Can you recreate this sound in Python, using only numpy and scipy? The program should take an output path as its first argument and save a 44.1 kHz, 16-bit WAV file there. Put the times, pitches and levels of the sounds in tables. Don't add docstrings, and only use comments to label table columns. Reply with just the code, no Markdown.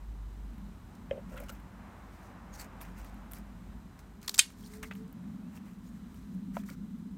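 import sys
import numpy as np
from scipy import signal
from scipy.fft import rfft, irfft
from scipy.io import wavfile
from scipy.ndimage import uniform_filter1d

SR = 44100
rng = np.random.default_rng(int(sys.argv[2]) if len(sys.argv) > 2 else 0)


def waveform_to_disk(signal):
    frames = np.transpose(np.atleast_2d(signal))
    scaled = np.clip(frames, -1, 1) * 32767
    samples = np.round(scaled).astype(np.int16)
    wavfile.write(sys.argv[1], SR, samples)


def gain_from_db(level_db):
    decades = np.asarray(level_db, float) / 20
    return 10 ** decades


N = 316281
LN_1000 = np.log(1000)

# pitch_hz, density_db
AIR = [(15, -35.5), (25, -9.5), (55, 3), (130, -4.5), (206, -7.5), (405, -17.5), (695, -36), (962, -23),
       (2550, -35), (4030, -34.5), (4740, -40), (8140, -39), (10400, -42.5), (14800, -42), (16000, -49)]
# time_s, pitch_hz, level_db
FAR_TONES = [
    [(4.16, 397, -70), (4.36, 402, -73), (4.45, 408, -80), (4.63, 421, -68), (4.72, 425, -71),
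     (4.8, 434, -67), (4.94, 435, -71), (5.0, 443, -65), (5.12, 452, -78)],
    [(5.15, 570, -82), (5.3, 577, -79), (5.4, 582, -81), (5.46, 586, -86), (5.57, 605, -81)],
    [(5.43, 2500, -81), (5.47, 2660, -82), (5.51, 2720, -82), (5.55, 2760, -90), (5.63, 2780, -80),
     (5.68, 2760, -88), (5.75, 2700, -92), (5.79, 2650, -82), (5.81, 2640, -88)],
]
# peak_s, level_db, rise_s, fall_s
SURGES = [(0.1, -39, .6, 0.6), (0.52, -43.5, 0.66, 0.15), (1.0, -51.5, 0.43, 0.29), (1.38, -43, 0.13, 0.34),
          (1.9, -50.5, 0.31, 0.47), (2.55, -49, 0.36, 0.28), (3.0, -44.5, 0.304, 0.194),
          (3.39, -45.5, 0.36, 0.37), (3.77, -49, 0.28, .3), (4.25, -54.5, 0.3, 0.51),
          (4.68, -56, 0.14, 0.49), (6.03, -57, 0.332, 0.1), (6.8, -54.5, 0.56, 0.2)]
# peak_s, level_db, rise_s, fall_s
DRONES = [(0.62, -48.5, 0.23, 0.197), (1.1, -51, 0.33, 0.56), (1.75, -54, 0.64, 0.563),
          (2.4, -54.5, 0.295, 0.426), (2.85, -53, 0.137, 0.15), (3.55, -51, 0.7, 0.748),
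          (4.3, -55, 0.23, 0.34), (4.8, -49, 0.49, 0.54), (5.4, -43.5, 0.58, 0.562), (5.95, -48, 0.424, 1),
          (6.35, -41.5, 0.103, 0.768), (7.09, -43, 0.474, 0.272)]
# nearest_s, level_db, and coming_s, going_s to cover one kerb distance
CARS = [
    (1.4, -67.5, 0.3, .2),
    (2.65, -52, 0.85, 0.49),
    (5.3, -63.5, 0.87, 0.56),
]
# multiple, level_db
CLOCK = [(1, -90), (4, -88), (6, -89), (8, -92), (13, -96), (15, -98)]
# low_hz, high_hz
SHARES = [(1000, 3000), (2600, 10000), (8200, 15500)]

# start_s, blow_db, contact_ms
KNOCKS = [(1.1105, -34, 0.41), (1.1118, -22.5, 0.98), (1.1135, -26.5, 1.5), (1.132, -31, 0.95),
          (1.146, -35, 1.12), (1.158, -36.5, 0.77), (1.178, -32.5, .9), (1.1825, -34, 1.03),
          (1.19, -40.5, 1.1), (1.321, -44, 0.85), (1.352, -43, 1.1), (1.358, -43, 0.9), (1.387, -45, 1.1),
          (1.405, -38.5, 0.73), (1.413, -43, 0.86), (1.426, -47, 0.53), (1.44, -52, 0.69),
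          (1.497, -44, 0.51), (6.705, -50, 0.54)]
# pitch_hz, level_db, t60_s
BOWL_MODES = [(524.4, -16, 0.098), (549, -9, 0.1), (568, -9, 0.098), (610, -25, 0.044), (698, -33, 0.031)]
# start_s, blow_db; pitch_hz, level_db, t60_s
BUMPS = [
    ([(1.1102, -38.5)], [(1710, 0.5, 0.0143), (2100, -2.5, 0.0313), (2520, 0, 0.0184), (3140, 2, 0.015), (5330, -16, 0.016)]),
    ([(4.9113, -37.5), (4.9165, -56)], [(1213, -4, 0.014), (1620, -2, 0.015), (1982, 3.5, 0.016), (2603, -9.5, 0.06), (2940, -11, 0.055)]),
    ([(2.8045, -56), (2.8123, -52), (4.8305, -49.5), (4.834, -64), (4.845, -64.5), (4.912, -49)], [(610, 4, 0.022), (890, 8, 0.012), (1290, 7.5, 0.0107), (1980, -17.5, 0.0145)]),
    ([(6.5685, -28.5)], [(584, -2, 0.032), (671.5, -7, 0.055), (990, -1.5, 0.0244), (1320, -2, 0.015), (1943, -21, 0.024), (2880, -37.5, 0.023)]),
]
# peak_s, level_db, rise_s, fall_s
DRAGS = [
    (1.145, -52, .02, 0.031),
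    (1.17, -57.5, 0.029, 0.0136),
    (1.345, -57.5, 0.036, 0.05),
    (1.41, -54, 0.05, 0.03),
]

# peak_s, level_db, rise_s, fall_s, dullness_db
PETALS = [(1.125, -72, 0.0102, 0.029, 11.5), (1.18, -74.5, 0.026, 0.0196, 11),
          (1.335, -62.5, 0.046, 0.035, 2.5), (1.378, -63.5, 0.0145, 0.0193, 13.5),
          (1.41, -63, 0.043, 0.085, 1.5), (1.497, -49.5, 0.011, 0.011, -9),
          (1.53, -64.5, 0.02246, 0.048, 2), (6.553, -58, 0.0165, 0.057, -0.5),
          (6.605, -62, 0.066, 0.024, 1), (6.672, -58.5, 0.017, 0.051, -4.5), (6.692, -76, .01, .014, 6.5),
          (6.725, -60.5, 0.0364, 0.028, -1), (6.77, -73.5, .02, 0.027, -4)]
# peak_s, level_db, rise_s, fall_s, dullness_db
SLIDES = [(2.545, -57, 0.0178, 0.037, -11), (2.606, -50.5, 0.0225, 0.029, -2), (2.808, -62, .004, .006, 0),
          (2.816, -57.5, 0.006, 0.025, -3), (2.84, -64, 0.024, 0.04, 2), (2.87, -68, .03, 0.067, 5.5),
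          (2.575, -59, .025, .025, 0), (2.635, -61, .015, .035, 2), (3.365, -60, .012, .015, 2),
          (2.99, -60, 0.027, 0.047, 0.5), (3.055, -63.5, 0.038, 0.06, -18.5),
          (3.348, -60, 0.018, 0.025, -5), (3.385, -60, 0.02, .025, 0), (4.235, -62, .02, 0.056, 0),
          (4.306, -54, .008, 0.02, -14), (4.333, -59.5, .02, 0.0087, -10.5), (4.36, -53, .012, 0.013, -7)]
# peak_s, level_db, rise_s, fall_s, dullness_db
LEAVES = [(2.16, -72, 0.072, 0.058, -4.5), (2.24, -68, 0.063, 0.092, -6), (3.995, -64, 0.006, 0.0196, -4.5),
          (4.6, -60.5, 0.034, 0.0303, -6), (4.655, -60, 0.057, 0.058, -10), (4.74, -58, 0.061, 0.07, -2.5),
          (4.833, -50, 0.0069, 0.0174, 6.5), (4.862, -58.5, 0.0203, 0.034, -6),
          (4.914, -62, .004, 0.0196, 13.5), (4.965, -64.5, 0.0368, 0.053, -4),
          (5.54, -68, .035, 0.031, 2.5), (5.575, -60.5, 0.0342, 0.0133, -1),
          (5.667, -68.5, 0.026, 0.097, 3), (5.89, -68, 0.071, 0.012, -12.5),
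          (5.96, -71, 0.0696, 0.039, 0.5), (6.15, -69, 0.066, 0.13, -2), (6.346, -71.5, 0.053, 0.03, -5.5)]
# peak_s, level_db, rise_s, fall_s, dullness_db
SHAVES = [
    (2.819, -59, .006, .014, -1),
    (3.351, -68, .012, .014, -10),
]

# start_s, level_db, dullness_db
THUDS = [(0.5321, -71, 9), (4.8286, -45, -6), (5.5739, -62.5, 2), (6.5686, -68, 19.5), (6.6, -75.5, 4.5),
         (6.6357, -64, 5.5)]
# start_s, level_db, dullness_db
CLICKS = [(0.9518, -61.5, -12.5), (1.376, -57.5, -2), (1.4849, -59.5, 0.5), (1.494, -58, -4),
          (2.645, -61, -10), (3.9907, -57, -2), (4.2157, -59, -14), (4.2285, -52, -16.5),
          (4.3683, -53, -8.5), (4.6616, -56.5, -18), (4.7366, -55, -7), (4.9347, -59.5, -12.5),
          (5.078, -65, -6), (6.6998, -51, -15.5)]
# start_s, level_db, dullness_db
FLICKS = [(0.5795, -69, 6), (1.4357, -60, 3.5), (2.986, -60, 0), (3.0453, -60, 3), (3.3128, -57, -10),
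          (4.2608, -60, -6), (4.3261, -61, -7), (4.5019, -60, 4.5), (4.5197, -64.5, -8), (4.9521, -62, 7.5),
          (6.6867, -58, 1), (6.6929, -60.5, 4.5), (6.985, -71, -9.5)]
# start_s, level_db, dullness_db
FIBRES = [(1.3678, -71, -1.5), (1.4013, -62.5, 9), (1.599, -76, 14.5), (2.8127, -61.5, 11), (3.143, -76, 6),
          (3.3186, -59.5, 2), (3.334, -56, 4.5), (3.3843, -69, -4.5), (5.1266, -75.5, 2.5),
          (6.144, -75, 11.5), (6.347, -76, 3.5)]
# start_s, peak_db, pitch_hz, t60_s
TAPS = [(1.3327, -47, 1392, 0.024), (1.3635, -42.5, 1446, 0.0216), (1.3681, -45, 1370, 0.039),
        (1.376, -47, 2660, .02), (1.38, -55, 3260, 0.014), (1.385, -48, 2100, 0.031),
        (1.392, -45.5, 1405, 0.022), (1.402, -49.5, 1400, 0.019), (1.403, -50.5, 2250, 0.0196),
        (1.428, -51.5, 2250, .012), (1.439, -49, 2320, 0.0116), (1.467, -51.5, 1400, 0.024),
        (1.4843, -47, 2900, 0.0117), (1.4859, -44, 1390, 0.0153), (1.4934, -42, 2880, 0.0215),
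        (1.494, -35, 1320, 0.0164), (1.4955, -45, 2100, 0.0093), (1.4994, -39, 1448, 0.0188),
        (1.4998, -42, 2300, 0.011), (1.511, -45.5, 1393, 0.0196), (4.83, -38, 2202, .02),
        (4.8345, -46.5, 1893, 0.014), (4.842, -50.5, 2100, 0.0174), (4.852, -46, 1990, 0.019),
        (4.857, -48, 2144, 0.0225), (4.868, -52.5, 2100, 0.018), (6.556, -53, 1910, 0.024),
        (6.568, -53, 2360, 0.0128), (6.601, -55, 3460, .018), (6.6347, -52, 1880, 0.0143),
        (6.6886, -45, 1930, 0.017), (6.6881, -47.5, 1386, .02), (6.6938, -46, 1425, .025),
        (6.6992, -45, 2250, 0.0184), (6.711, -54, 1414, 0.04), (6.7473, -53, 1350, .025),
        (1.42, -47, 620, .04), (1.428, -44, 694, 0.033), (2.8068, -50, 3600, .012),
        (2.8126, -42, 1210, .014), (2.815, -49, 3200, .01), (2.827, -48, 2400, .014),
        (2.827, -48, 1000, .014), (5.574, -53, 3100, .015), (5.574, -50, 2700, .015)]
# start_s, peak_db, pitch_hz, t60_s
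STEMS = [(4.6375, -49, 3300, .012), (4.646, -51, 5600, .015), (4.651, -51, 4500, .012),
         (4.654, -49, 8900, .01), (4.6605, -48, 4200, .012), (4.661, -52, 6000, .008),
         (4.6725, -51, 9500, .01), (4.672, -52, 4500, .012), (4.7367, -47, 2100, 0.019),
         (4.7367, -49, 4000, 0.015), (4.7367, -48, 8200, .01), (4.756, -52, 8900, .012),
         (4.756, -52, 14000, .008), (2.6447, -52, 7030, .012), (2.6447, -54, 9200, .01),
         (2.6447, -53, 12800, .01), (3.3343, -44, 9000, .006), (3.3345, -50, 3300, .014),
         (3.3186, -48, 9500, .006)]
# start_s, peak_db,
# pitch_hz, t60_s
POPS = [(4.2776, -33, 7200, .006), (4.2797, -27, 4400, .007), (4.2813, -30, 3400, .007),
        (4.2818, -31, 1890, .01), (4.2828, -31, 1120, .011), (4.294, -27, 4300, .009),
        (4.3428, -33, 4300, .009), (4.3468, -33, 3600, .013), (4.3613, -43, 7400, .006),
        (4.3685, -37, 8000, .004), (4.3878, -27, 1120, .012), (4.3926, -16, 2470, .02),
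        (4.3922, -20, 1650, .012), (4.3923, -30, 530, .012), (4.3945, -19, 1280, .008),
        (4.3948, -23, 1000, .008), (4.3975, -23, 1500, .012), (4.3951, -15, 2600, .012),
        (5.1266, -46, 14600, .008), (3.3138, -54, 11000, .008), (3.3186, -49, 12200, .012),
        (3.334, -45, 12200, .01), (3.3342, -48, 10900, .012), (5.89, -62, 8300, .02),
        (4.4335, -42, 2900, .01)]

# middle_s,
# level_db, pitch_hz, length_s
SQUEAKS = [(2.531, -66, 6600, .012), (2.541, -56, 6600, .01), (2.553, -60, 5900, .014),
           (2.562, -61, 6400, .014), (2.552, -64, 10200, .02), (2.584, -64, 5800, .012),
           (2.607, -53, 4520, .032), (2.605, -53, 7600, .016), (2.596, -59, 8450, .016),
           (2.617, -61, 8000, .014), (2.612, -59, 12100, .022), (2.606, -62, 14200, .02),
           (3.322, -58, 12200, .008), (3.351, -58, 11200, .018), (4.25, -62, 4300, .016),
           (4.359, -55, 7200, .01), (5.875, -74, 6900, .04), (1.525, -63, 14900, .02),
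           (1.525, -64, 12800, .024), (1.537, -65, 13800, .012)]
# start_s, level_db, dullness_db, length_s
BITES = [(4.2778, -41, -21, 0.0012), (4.2799, -31, -14.5, 0.0045), (4.2924, -38, -11, 0.002),
         (4.2938, -30, -11, 0.0028), (4.3389, -51.5, -5, 0.007), (4.3425, -33.5, -14, 0.0075),
         (4.3465, -40.5, -7.5, 0.0029), (4.356, -48, -10, .006), (4.379, -33, -12, 0.011),
         (4.387, -26.5, -10, 0.00328), (4.389, -33.5, -6.5, .003)]
# start_s, blow_db
SNAPS = [
    (4.392, -1),
    (4.3931, -13.5),
    (4.3952, -5),
    (4.3975, -17),
]
# pitch_hz, level_db, t60_s
BLADE_MODES = [(990, -21.5, 0.018), (1565, -13.5, 0.018), (2150, -12.5, 0.016), (2425, -2.5, 0.03),
               (3115, -1, 0.037), (3294, -6, 0.048), (3900, -0.5, 0.024), (4250, -5, .04),
               (4730, -10.5, 0.044), (5090, -1.5, 0.03), (5310, -7, .03), (5800, -6.5, .035),
               (6345, 1.5, 0.04), (6530, -12, 0.045), (8000, -4.5, .03), (7730, -2, .025),
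               (8240, -3.5, 0.026), (9000, -6.5, .025), (10556, -19, 0.018), (12940, -9, .02),
               (15580, -25.5, .015)]


def band(x, lo_hz, hi_hz, order=2):
    return signal.sosfilt(signal.butter(order, [lo_hz, hi_hz], "bandpass", fs=SR, output="sos"), x)


def unit(x):
    return x / np.sqrt(np.mean(x ** 2))


def walk(rate_hz):
    k = int(SR / rate_hz)
    held = np.repeat(rng.standard_normal(N // k + 1), k)
    return 1.654 * uniform_filter1d(uniform_filter1d(held, k), k)[:N]


def swells(rows, bend=2.1):
    edge_db = 12
    power = np.zeros(N)
    for s, db, rise, fall in rows:
        first = max(int((s - 3 * rise) * SR), 0)
        last = min(int((s + 3 * fall) * SR), N)
        k = np.arange(first, last)
        late = k / SR - s
        away = np.where(late < 0, -late / rise, late / fall)
        power[k] += gain_from_db(db - edge_db * away ** bend) ** 2
    return np.sqrt(power)


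def blows(rows, contact_ms=0.023):
    push = np.zeros(N)
    for s, db, *own_ms in rows:
        width = max((own_ms or [contact_ms])[0], 0.03) * SR / 1000
        k = np.arange(int(width) + 2) + int(s * SR)
        half_sine = np.sin(np.pi * np.clip((k - s * SR) / width, 0, 1))
        push[k] += gain_from_db(db) * half_sine * np.pi / 2 / width
    return push


def ring(push, modes):
    out = np.zeros(N)
    busy = np.flatnonzero(push)
    span = slice(busy[0], busy[-1] + SR // 2)
    for hz, db, t60 in modes:
        pole = np.exp(2j * np.pi * hz / SR - LN_1000 / (t60 * SR))
        side = rng.choice([-1, 1]) if hz > 800 else 1
        out[span] += gain_from_db(db) * side * signal.lfilter([1], [1, -pole], push[span]).imag
    return out


def grit(shape, grain_db):
    grain = 20
    sizes = gain_from_db(grain_db * rng.standard_normal(shape[:-1] + (shape[-1] // grain + 1,)))
    sizes = np.repeat(sizes, grain, axis=-1)[..., :shape[-1]]
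    crackle = rng.standard_normal(shape) * sizes
    return [band(crackle, lo, hi) for lo, hi in SHARES]


def bursts(rows, shape, grain_db):
    t = np.arange(4096) / SR
    settle = 512
    first = int(0.003 * SR)
    shares = grit((len(rows), len(t) + settle), grain_db)
    out = np.zeros(N)
    for (s, db, low_db, high_db, length), *share in zip(rows, *shares):
        shaped = [v[settle:] * shape(t, length) for v in share]
        low, middle, high = (v / np.std(v[:first]) for v in shaped)
        k = int(s * SR)
        out[k:k + len(t)] += gain_from_db(db + 1.0) * (gain_from_db(low_db) * low + middle + gain_from_db(high_db) * high)
    return out


def clock():
    clock_hz = 996.95
    k = np.arange(1, 16)
    start = rng.random((len(k), 1))
    phase = 2 * np.pi * (clock_hz * k[:, None] * np.arange(N) / SR + start)
    return np.sqrt(2) * gain_from_db(np.interp(k, *np.transpose(CLOCK))) @ np.sin(phase)


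def open_air():
    hz = np.maximum(np.fft.rfftfreq(N, 1 / SR), 1)
    air_hz, air_db = np.transpose(AIR)
    colour = gain_from_db(np.interp(np.log(hz), np.log(air_hz), air_db, left=-60))
    hiss = unit(irfft(rfft(rng.standard_normal(N)) * colour, N))
    return hiss * gain_from_db(-53 + 0.65 * walk(6.9))


def engine_hum():
    firing_hz = 49.1 * (1 + 0.02 * walk(2.5))
    tone = np.sin(2 * np.pi * np.cumsum(firing_hz) / SR)
    rumble = unit(band(rng.standard_normal(N), 42, 60))
    return swells(SURGES, bend=1.8) * (tone + 0.3 * rumble)


def engine_drone():
    lower = unit(band(rng.standard_normal(N), 172.16, 209.5))
    upper = unit(band(rng.standard_normal(N), 215.8, 260.75))
    return swells(DRONES, bend=1.7) * unit(lower + 0.54 * upper) * gain_from_db(0.5 * walk(13))


def passing():
    t = np.arange(N) / SR
    power = np.zeros(N)
    for s, db, coming, going in CARS:
        along = (t - s) / np.where(t < s, coming, going)
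        power += gain_from_db(db) ** 2 / (1 + along ** 2)
    return np.sqrt(power)


def tyre_roar():
    noise = rng.standard_normal(N)
    roar = unit(band(band(noise, 270, 2000), 480, 1250, order=1)) * gain_from_db(0.8 * walk(10))
    body = gain_from_db(-6.0) * unit(band(noise, 250, 350))
    hiss = gain_from_db(-19.0) * unit(band(noise, 2600, 5500))
    return gain_from_db(-3.5) * passing() * (roar + body + hiss)


def far_tones():
    t = np.arange(N) / SR
    out = np.zeros(N)
    for table in FAR_TONES:
        s, pitch_hz, level_db = np.transpose(table)
        gate = np.interp(t, [s[0] - 0.01, s[0], s[-1], s[-1] + 0.008], [0, 1, 1, 0])
        hz = np.interp(t, s, pitch_hz)
        db = np.interp(t, s, level_db)
        phase = 2 * np.pi * np.cumsum(hz * (1 + 0.004 * walk(30))) / SR
        out += gate * gain_from_db(db + 5.5 + 2.9 * walk(18)) * np.sin(phase)
    return out


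def bowl():
    rub = swells(DRAGS, bend=2.8) * rng.standard_normal(N) * gain_from_db(-16.5 + 2.38 * walk(49.76))
    out = ring(blows(KNOCKS) + rub, BOWL_MODES)
    for rows, modes in BUMPS:
        out += ring(blows(rows, contact_ms=0.11), modes)
    return out


def rustles():
    low, middle, high = map(unit, grit((N,), grain_db=3.0))
    out = np.zeros(N)
    for rows, high_db in (PETALS, -6), (SLIDES, -6.5), (LEAVES, -5.5), (SHAVES, 7):
        dull = [(s, db + dull_db, rise, fall) for s, db, rise, fall, dull_db in rows]
        bright = swells([row[:-1] for row in rows])
        out += swells(dull) * low + bright * (middle + gain_from_db(high_db) * high)
    return out * gain_from_db(1.2 * walk(150))


def tick_shape(t, t60):
    return (1 - np.exp(-t / 0.00039)) * np.exp(-LN_1000 * t / max(t60, 0.003))


def ticks():
    rows = []
    for table, high_db, t60 in ((THUDS, -8.5, 0.026), (CLICKS, -6, 0.022),
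                                (FLICKS, 1.5, 0.023), (FIBRES, 12, 0.013)):
        rows += [(s, db, dull_db, high_db, t60) for s, db, dull_db in table]
    return bursts(rows, tick_shape, grain_db=-0.5)


def pings():
    t = np.arange(4096) / SR
    out = np.zeros(N)
    for table in (TAPS, POPS, STEMS):
        for s, db, hz, t60 in table:
            build = 1 - np.exp(-t * hz / 0.95)
            fade = np.exp(-LN_1000 * t / t60)
            out[int(s * SR):][:len(t)] += gain_from_db(db + 1.5) * build * fade * np.sin(2 * np.pi * hz * t)
    return out


def squeaks():
    width = 0.03
    out = np.zeros(N)
    for s, db, hz, length in SQUEAKS:
        k = np.arange(int((s - 0.1) * SR), int((s + 0.12) * SR))
        tone = unit(band(rng.standard_normal(len(k)), hz * (1 - width), hz * (1 + width)))
        out[k] += gain_from_db(db) * tone * np.exp(-(2 * (k / SR - s) / length) ** 2)
    return out


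def bite_shape(t, length):
    tear = 1.7 * np.exp(-(t / length) ** 2)
    tail = 0.24 * np.exp(-LN_1000 * t / 0.071)
    return (1 - np.exp(-t / 0.000068)) * (tear + tail)


def bites():
    rows = [(s, db, dull_db, -9, length) for s, db, dull_db, length in BITES]
    return bursts(rows, bite_shape, grain_db=2.0)


def scatter():
    t = np.arange(int(0.4 * SR)) / SR
    noise = rng.standard_normal((4, len(t)))
    chatter = gain_from_db(-7.0) * band(noise[0], 2700, 8500) * np.exp(-LN_1000 * t / 0.036)
    near = band(noise[1], 2200, 5400) + 0.8 * band(noise[1], 5400, 8500)
    near += 0.7 * band(noise[1], 3700, 4900, order=1) + 0.7 * band(noise[1], 7900, 8900, order=1)
    near *= gain_from_db(-17) * np.exp(-LN_1000 * t / 0.12) * (1 - np.exp(-t / 0.0032))
    far = gain_from_db(-35.0) * band(noise[2], 1300, 9000) * np.exp(-LN_1000 * t / 0.3)
    far *= 1 - np.exp(-t / 0.0093)
    sheen = gain_from_db(-39.0) * band(noise[3], 9500, 15800) * np.exp(-LN_1000 * t / 0.12)
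    return chatter + near + far + sheen


def snap():
    push = blows(SNAPS)
    steel = gain_from_db(-16.5) * band(ring(push, BLADE_MODES), 820, 19000, order=3)
    crack = gain_from_db(18.0) * band(blows(SNAPS[:1]), 6900, 8900)
    return steel + signal.fftconvolve(push, scatter())[:N] + crack


def scene():
    street = open_air() + engine_hum() + engine_drone() + tyre_roar() + far_tones()
    flowers = bowl() + rustles() + ticks() + pings()
    scissors = squeaks() + bites() + snap()
    return (street + flowers + scissors)[None]


def top_cut(x):
    return signal.sosfilt(signal.butter(12, 16640, fs=SR, output="sos"), x)


def record(dry):
    b, a = signal.iirpeak(10500, 14, fs=SR)
    heard = dry - 0.44 * signal.lfilter(b, a, dry)
    heard = signal.sosfilt(signal.butter(2, 33, "highpass", fs=SR, output="sos"), heard)
    heard = signal.sosfilt(signal.butter(8, 15900, fs=SR, output="sos"), heard)
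    over = np.maximum(np.abs(heard) - 0.15, 0)
    release = np.exp(-1 / (0.12 * SR))
    load = signal.lfilter([1 - release], [1, -release], over)
    mix = np.clip(heard / (1 + 110 * load) + clock(), -1, 1)
    return top_cut(mix)


dry = scene()
out = record(dry)
waveform_to_disk(out)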